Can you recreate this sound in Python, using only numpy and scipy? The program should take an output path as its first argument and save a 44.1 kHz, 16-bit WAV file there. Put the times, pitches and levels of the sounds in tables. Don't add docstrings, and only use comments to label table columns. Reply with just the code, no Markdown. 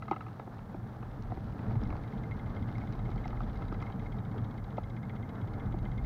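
import sys
import numpy as np
from scipy import signal
from scipy.fft import rfft, irfft
from scipy.io import wavfile

SR = 44100
rng = np.random.default_rng(int(sys.argv[2]) if len(sys.argv) > 2 else 0)


def attenuation_scalar(level_db):
    decades = np.asarray(level_db, float) / 20
    return 10 ** decades


def file_out(sig):
    cols = np.atleast_2d(sig).T
    lim = np.clip(cols, -1, 1)
    pcm = np.round(lim * 32767).astype(np.int16)
    wavfile.write(sys.argv[1], SR, pcm)


N = 266805


def table(rows):
    return np.transpose(np.array(rows, float))


def control(rows):
    s, level_db = table(rows)
    return np.interp(np.arange(N) / SR, s, level_db)


def rms_one(x):
    return x / np.sqrt(np.mean(x ** 2) + 1e-20)


# f/Hz, width/Hz, level above the rest/dB
HOUSING_RESONANCES = [(439.5, 42, 5.5), (791, 98, 4), (1324, 150, 2.5), (1676, 350, 4), (2110, 110, 3),
                      (3360, 60, 1.5), (3860, 120, 0.5)]


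def coloured(spectrum, white, ringing=False):
    hz = np.maximum(np.fft.rfftfreq(N, 1 / SR), 1)
    at_hz, level_db = table(spectrum)
    octaves_below = np.maximum(np.log2(at_hz[0] / hz), 0)
    octaves_above = np.maximum(np.log2(hz / at_hz[-1]), 0)
    curve_db = np.interp(np.log(hz), np.log(at_hz), level_db)
    gain = attenuation_scalar(curve_db - 44 * (octaves_below + octaves_above))
    if ringing:
        for centre_hz, width_hz, peak_db in HOUSING_RESONANCES:
            gain = gain * attenuation_scalar(peak_db / (1 + (2 * (hz - centre_hz) / width_hz) ** 2))
    return rms_one(irfft(rfft(white) * gain, N))


def drift(rate_hz):
    hop = 40
    settling = 2000
    r = np.exp(-2 * hop * np.pi * rate_hz / SR)
    white = rng.standard_normal(N // hop + settling + 2)
    slow = signal.lfilter([1], [1, -2 * r, r * r], white)[settling:]
    return np.interp(np.arange(N) / hop, np.arange(len(slow)), rms_one(slow))


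def gritty(grains_per_s, spread_db, share):
    even = rng.standard_normal(N)
    born = rng.random(N) < grains_per_s / SR
    size = np.minimum(rng.exponential(1, N), 4)
    stones = born * attenuation_scalar(spread_db * size) * np.sign(even)
    return even + share * rms_one(stones)


# t/s, level/dB
GUSTS = [(0.0, -54), (0.27, -52.5), (0.4, -58), (0.94, -51), (1.45, -39.5), (1.62, -45), (1.77, -35.5),
         (1.95, -31), (2.09, -48), (2.21, -38), (2.35, -48), (2.6, -38), (2.75, -46), (3.0, -37.5),
         (3.55, -39), (4.3, -47.5), (5.4, -47), (5.75, -36.5)]
# f/Hz, level per Hz/dB
SWAY_SPECTRUM = [(11, -33), (18, -17.5), (38, 5), (70, -7.5), (90, -9), (120, -20), (200, -120)]


def wind_and_sway(boom_swell_db):
    level_db = control(GUSTS) - 1.3 + 0.05 * boom_swell_db
    return attenuation_scalar(level_db) * coloured(SWAY_SPECTRUM, rng.standard_normal(N))


# t/s, level/dB
BOOM_CURVE = [(0.0, -43.5), (0.45, -46), (0.83, -40.5), (0.94, -44), (1.55, -39), (1.77, -35), (1.95, -37),
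              (2.07, -42), (2.13, -35), (2.4, -39), (2.61, -35), (2.8, -37), (4.11, -39), (4.5, -37.5),
              (4.58, -44), (4.75, -40.5), (5.68, -37.5), (5.8, -36.5)]
# f/Hz, level per Hz/dB
BOOM_SPECTRUM = [(41, -32), (70, -10.5), (97, -1), (113, 3.5), (145, -7.5), (214, -5.5), (253, -13),
                 (320, -19), (420, -47), (700, -120)]


def tyre_boom(boom_db):
    level_db = boom_db + 0.28 + 0.6 * drift(5.9)
    return attenuation_scalar(level_db) * coloured(BOOM_SPECTRUM, rng.standard_normal(N))


# t/s, level/dB
PACE_CURVE = [
    (0.0, -53.5),
    (0.22, -52),
    (1.14, -51),
    (1.65, -49),
    (3.69, -48.5),
    (4.87, -50.5),
    (5.56, -48.5),
    (6.05, -51),
]
# f/Hz, level per Hz/dB
BUZZ_SPECTRUM = [(160, -27.5), (270, -2), (371, -6.5), (654, -8), (781, -8.5), (1260, -13.5), (1930, -24),
                 (2110, -26), (2500, -36.5), (3250, -66), (5500, -120)]


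def frame_buzz(boom_swell_db, unevenness):
    level_db = control(PACE_CURVE) - 0.07 + 0.13 * boom_swell_db + unevenness
    road = gritty(grains_per_s=300, spread_db=3.1, share=0.47)
    return attenuation_scalar(level_db) * coloured(BUZZ_SPECTRUM, road, ringing=True)


# t/s, level/dB
GRIT_CURVE = [
    (0, -73),
    (1.0, -73.5),
    (1.5, -71),
    (2.4, -72.5),
    (2.8, -70.5),
    (3.4, -70.5),
    (3.9, -72.5),
    (4.7, -75.5),
    (6.05, -75),
]
# f/Hz, level per Hz/dB
HISS_SPECTRUM = [(1350, -27), (2300, -2), (2670, -3.5), (3110, -3), (3810, -3), (4140, -4.5), (5890, -14.5),
                 (7500, -30.5), (9750, -55), (16500, -120)]


def tread_hiss(unevenness):
    level_db = control(GRIT_CURVE) - 0.13 + 1.3 * unevenness
    road = gritty(grains_per_s=400, spread_db=4.3, share=0.67)
    return attenuation_scalar(level_db) * coloured(HISS_SPECTRUM, road, ringing=True)


def rolling():
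    boom_db = control(BOOM_CURVE)
    boom_swell_db = boom_db - boom_db.mean()
    unevenness = drift(21)
    low = wind_and_sway(boom_swell_db) + tyre_boom(boom_db)
    return low + frame_buzz(boom_swell_db, unevenness) + tread_hiss(unevenness)


def struck(times, ring_db, modes, contact_s, detune, scatter_db):
    hz, mode_db, t60, ring = table(modes)[:, :, None]
    t = np.arange(2400) / SR
    member = np.round(ring.T) == np.arange(ring_db.shape[1])[:, None]
    chance = rng.standard_normal((len(times), 2, len(hz), 1))
    push = (t / contact_s) ** 2 * np.exp(-t / contact_s)
    chatter = rng.standard_normal((len(times), 1, len(t))) * push
    spans_hz = [(0.53 * hz[own].min(), 1.186 * hz[own].max()) for own in member]
    padding = [signal.butter(3, span, "band", fs=SR, output="sos") for span in spans_hz]
    out = np.zeros(N + len(t))
    for s, level_db, (pitch, size), force in zip(times, ring_db, chance, chatter):
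        tones = attenuation_scalar(-60 * t / t60) * np.sin(2 * np.pi * hz * (1 + detune * pitch) * t)
        tones = signal.fftconvolve(tones, force, axes=1)[:, :len(t)]
        tones *= attenuation_scalar(mode_db + scatter_db * size) / np.abs(tones).max(axis=1, keepdims=True)
        rings = np.array([signal.sosfilt(pad, one) for pad, one in zip(padding, member @ tones)])
        start = max(round((s - 1.8 * contact_s) * SR), 0)
        out[start:start + len(t)] += (attenuation_scalar(level_db) / np.abs(rings).max(axis=1)) @ rings
    return out[:N]


# f/Hz, level/dB, t60/s, ring
MOUNT_MODES = [(774, 6, 0.023, 0), (851, -10.5, 0.05, 0), (329, -3.5, 0.027, 1), (431, -0.5, 0.025, 1.5),
               (594, -3.5, 0.016, 2), (656, 7, 0.042, 2), (1277, 1, 0.027, 3), (1360, -11.5, 0.034, 5),
               (1560, -7, .012, 4.5), (1710, 1, .025, 4.5), (2044, 3, 0.04, 4), (2165, -6, 0.031, 4),
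               (2640, -17, 0.0072, 3), (3010, -10.5, 0.02, 3.5), (3400, -17, .015, 5.5),
               (3833, -10.5, 0.03, 3.5), (4500, -24, .008, 5.5), (5200, -24, .015, 4.5)]


def knocks(rows, shape_db, clamp_sharpens, contact_s):
    s, level_db, hollow_db, sharp_db = table(rows)
    tilt_db = np.transpose([0 * s, hollow_db, hollow_db, clamp_sharpens * sharp_db, sharp_db])
    rings_db = tilt_db + level_db[:, None] + shape_db
    return struck(s, rings_db, MOUNT_MODES, contact_s, detune=0.02, scatter_db=2.5)


# t/s, clamp ring level/dB, hollowness/dB, sharpness/dB
RATTLE_BLOWS = [(0.023, -40, -17, 0), (0.082, -39.5, -11, 1.5), (0.121, -37, -3, -4), (0.13, -38, -8, -5),
                (0.14, -44.5, -7, 1), (0.163, -39.5, -11, 0.5), (0.208, -41, -13, 1), (0.221, -51, -7, 5),
                (0.266, -44.5, -10, -0.5), (0.283, -51, -10, 2), (0.59, -46.5, -9, -3.5),
                (1.027, -44.5, 1, -13), (2.689, -48, -3, -8), (2.782, -48.5, -6, 6), (3.33, -41, -4, -8),
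                (3.406, -37.5, -12, -16), (3.619, -46, 1, -6), (3.722, -40, 7, -7), (3.824, -41.5, -12, 3)]
RATTLE_SHAPE = [
    0,
    0,
    -6,
    4,
    -5,
]


def rattles():
    return knocks(RATTLE_BLOWS, RATTLE_SHAPE, clamp_sharpens=0.05, contact_s=0.00141)


# t/s, body ring level/dB, hollowness/dB, sharpness/dB
BUMP_BLOWS = [(0.112, -23.5, -2, 0), (0.396, -38, -8, 7), (0.474, -41.5, 1, -5), (0.569, -47, -2, 0),
              (0.696, -50, -1, 5), (0.744, -40.5, 8.5, -3), (1.307, -48, -4, -1), (1.319, -32.5, -3.5, -7),
              (1.372, -40.5, 3, -2), (1.591, -43, 3, 7), (1.665, -43.5, 2, 5), (1.709, -39.5, 2, 3.5),
              (1.754, -41.5, 0, 4), (1.904, -40, 4, 5.5), (1.926, -38.5, -1, 0), (1.953, -44, -5, 2),
              (2.951, -44, 0, -2), (2.991, -43, -4, 0), (3.091, -43, 2, 1), (3.16, -40, 0, -5),
              (3.255, -36, -14, 1.5), (3.901, -40.5, 2, 3), (4.143, -46, -1, -1), (4.341, -43, 5, -9),
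              (4.68, -51, 5, -2), (4.781, -26.5, -4.5, -11.5), (5.344, -48, 4, -7), (5.741, -36.5, 6.5, -7)]
BUMP_SHAPE = [
    4,
    -0.2,
    -5.5,
    -7,
    -11,
]


def bump_knocks():
    return knocks(BUMP_BLOWS, BUMP_SHAPE, clamp_sharpens=0.62, contact_s=0.000792)


# t/s, peak level/dB
GRIT_SNAPS = [(0.5444, -60), (0.5836, -54), (1.224, -49), (1.3504, -59), (1.3728, -56), (1.444, -58),
              (1.5244, -56), (1.836, -45), (1.8744, -55), (1.9664, -48), (2.595, -52), (2.681, -57),
              (2.7262, -50), (2.7823, -49), (2.925, -47), (3.16, -52), (3.2144, -56), (3.253, -55),
              (3.279, -42.5), (3.4047, -56), (3.574, -49), (3.7264, -51), (3.818, -54), (3.8267, -49),
              (4.1694, -59), (4.3444, -62), (4.786, -52), (5.7364, -64), (5.7544, -60), (5.8794, -68)]


def grit():
    t = np.arange(400) / SR
    dull = signal.butter(4, [1700, 5200], "band", fs=SR, output="sos")
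    bursts = rng.standard_normal((len(GRIT_SNAPS), len(t))) * np.exp(-t / 0.0009)
    cracks = signal.sosfilt(dull, bursts)
    out = np.zeros(N + len(t))
    for (s, peak_db), crack in zip(GRIT_SNAPS, cracks):
        start = round(s * SR)
        out[start:start + len(t)] += attenuation_scalar(peak_db - 0.3) * crack / np.abs(crack).max()
    return out[:N]


# f/Hz, level/dB, t60/s, ring (0 link, 1 plate, 2 tooth)
CHAIN_MODES = [(2090, 1.5, 0.05, 0), (2140, -1.5, 0.068, 0), (2690, -10, .01, 1), (3096, -0.5, 0.033, 1),
               (3235, 0, 0.04, 1), (3420, -0.5, 0.049, 1), (3837, -2.5, 0.038, 2), (3884, -1, .04, 2),
               (4430, -4.5, 0.016, 2), (4700, -7, .01, 2), (5100, -16, 0.016, 2), (6030, -12, .008, 2)]
# t/s, link ring level/dB
SLACK_TICKS = [(1.815, -58), (1.853, -54), (2.037, -50), (2.078, -56), (2.123, -50.5), (2.177, -52),
               (2.236, -49), (2.312, -42.5), (2.394, -47), (2.462, -51), (2.499, -61)]
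# t/s, teeth passed, chain pull as link ring level/dB
PEDALLING = [(2.566, 1, -49), (2.686, 3, -53), (2.752, 4, -47), (2.993, 8, -52), (3.24, 12, -48),
             (3.435, 15, -55), (3.684, 19, -50), (3.923, 23, -47), (3.996, 24, -47), (4.187, 27, -51.5),
             (4.446, 31, -55), (4.579, 33, -51), (4.707, 35, -53), (5.096, 41, -49), (5.293, 44, -52),
             (5.66, 50, -54), (5.854, 53, -48.5), (6.042, 56, -50)]


def chain():
    at_s, teeth, pull_db = table(PEDALLING)
    early_s, early_db = table(SLACK_TICKS)
    tooth = np.arange(1, 57)
    s = np.append(early_s, np.interp(tooth, teeth, at_s))
    link_db = np.append(early_db, np.interp(tooth, teeth, pull_db))
    upper_db = 0.17 * (link_db - link_db.mean())
    rings_db = np.transpose([link_db - 0.5, upper_db - 58, upper_db - 59.5])
    rings_db = rings_db + 2.45 * rng.standard_normal(rings_db.shape)
    link_modes = CHAIN_MODES[:2]
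    sprocket_modes = [(hz, db, t60, ring - 1) for hz, db, t60, ring in CHAIN_MODES[2:]]
    link_lag_s, roller_lead_s = 0.001177, 0.002
    link = struck(s + link_lag_s, rings_db[:, :1], link_modes,
                  contact_s=0.0018, detune=0.0083, scatter_db=5)
    sprocket = struck(s - roller_lead_s, rings_db[:, 1:], sprocket_modes,
                      contact_s=0.0014, detune=0.0078, scatter_db=2.5)
    return link + sprocket


def scene():
    return (rolling() + rattles() + bump_knocks() + grit() + chain())[None]


# f/Hz, level per Hz/dB
SELF_NOISE_SPECTRUM = [(2940, -21), (5000, -7.5), (5970, -5), (7810, -9.5), (11900, -9), (15200, -7),
                       (15800, -11)]


def self_noise():
    return attenuation_scalar(-79.5) * coloured(SELF_NOISE_SPECTRUM, rng.standard_normal(N))


def band_limit(x):
    return signal.sosfilt(signal.butter(12, 15900, fs=SR, output="sos"), x)


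def record(dry):
    mix = dry + self_noise()
    return band_limit(mix)


dry = scene()
out = record(dry)
file_out(out)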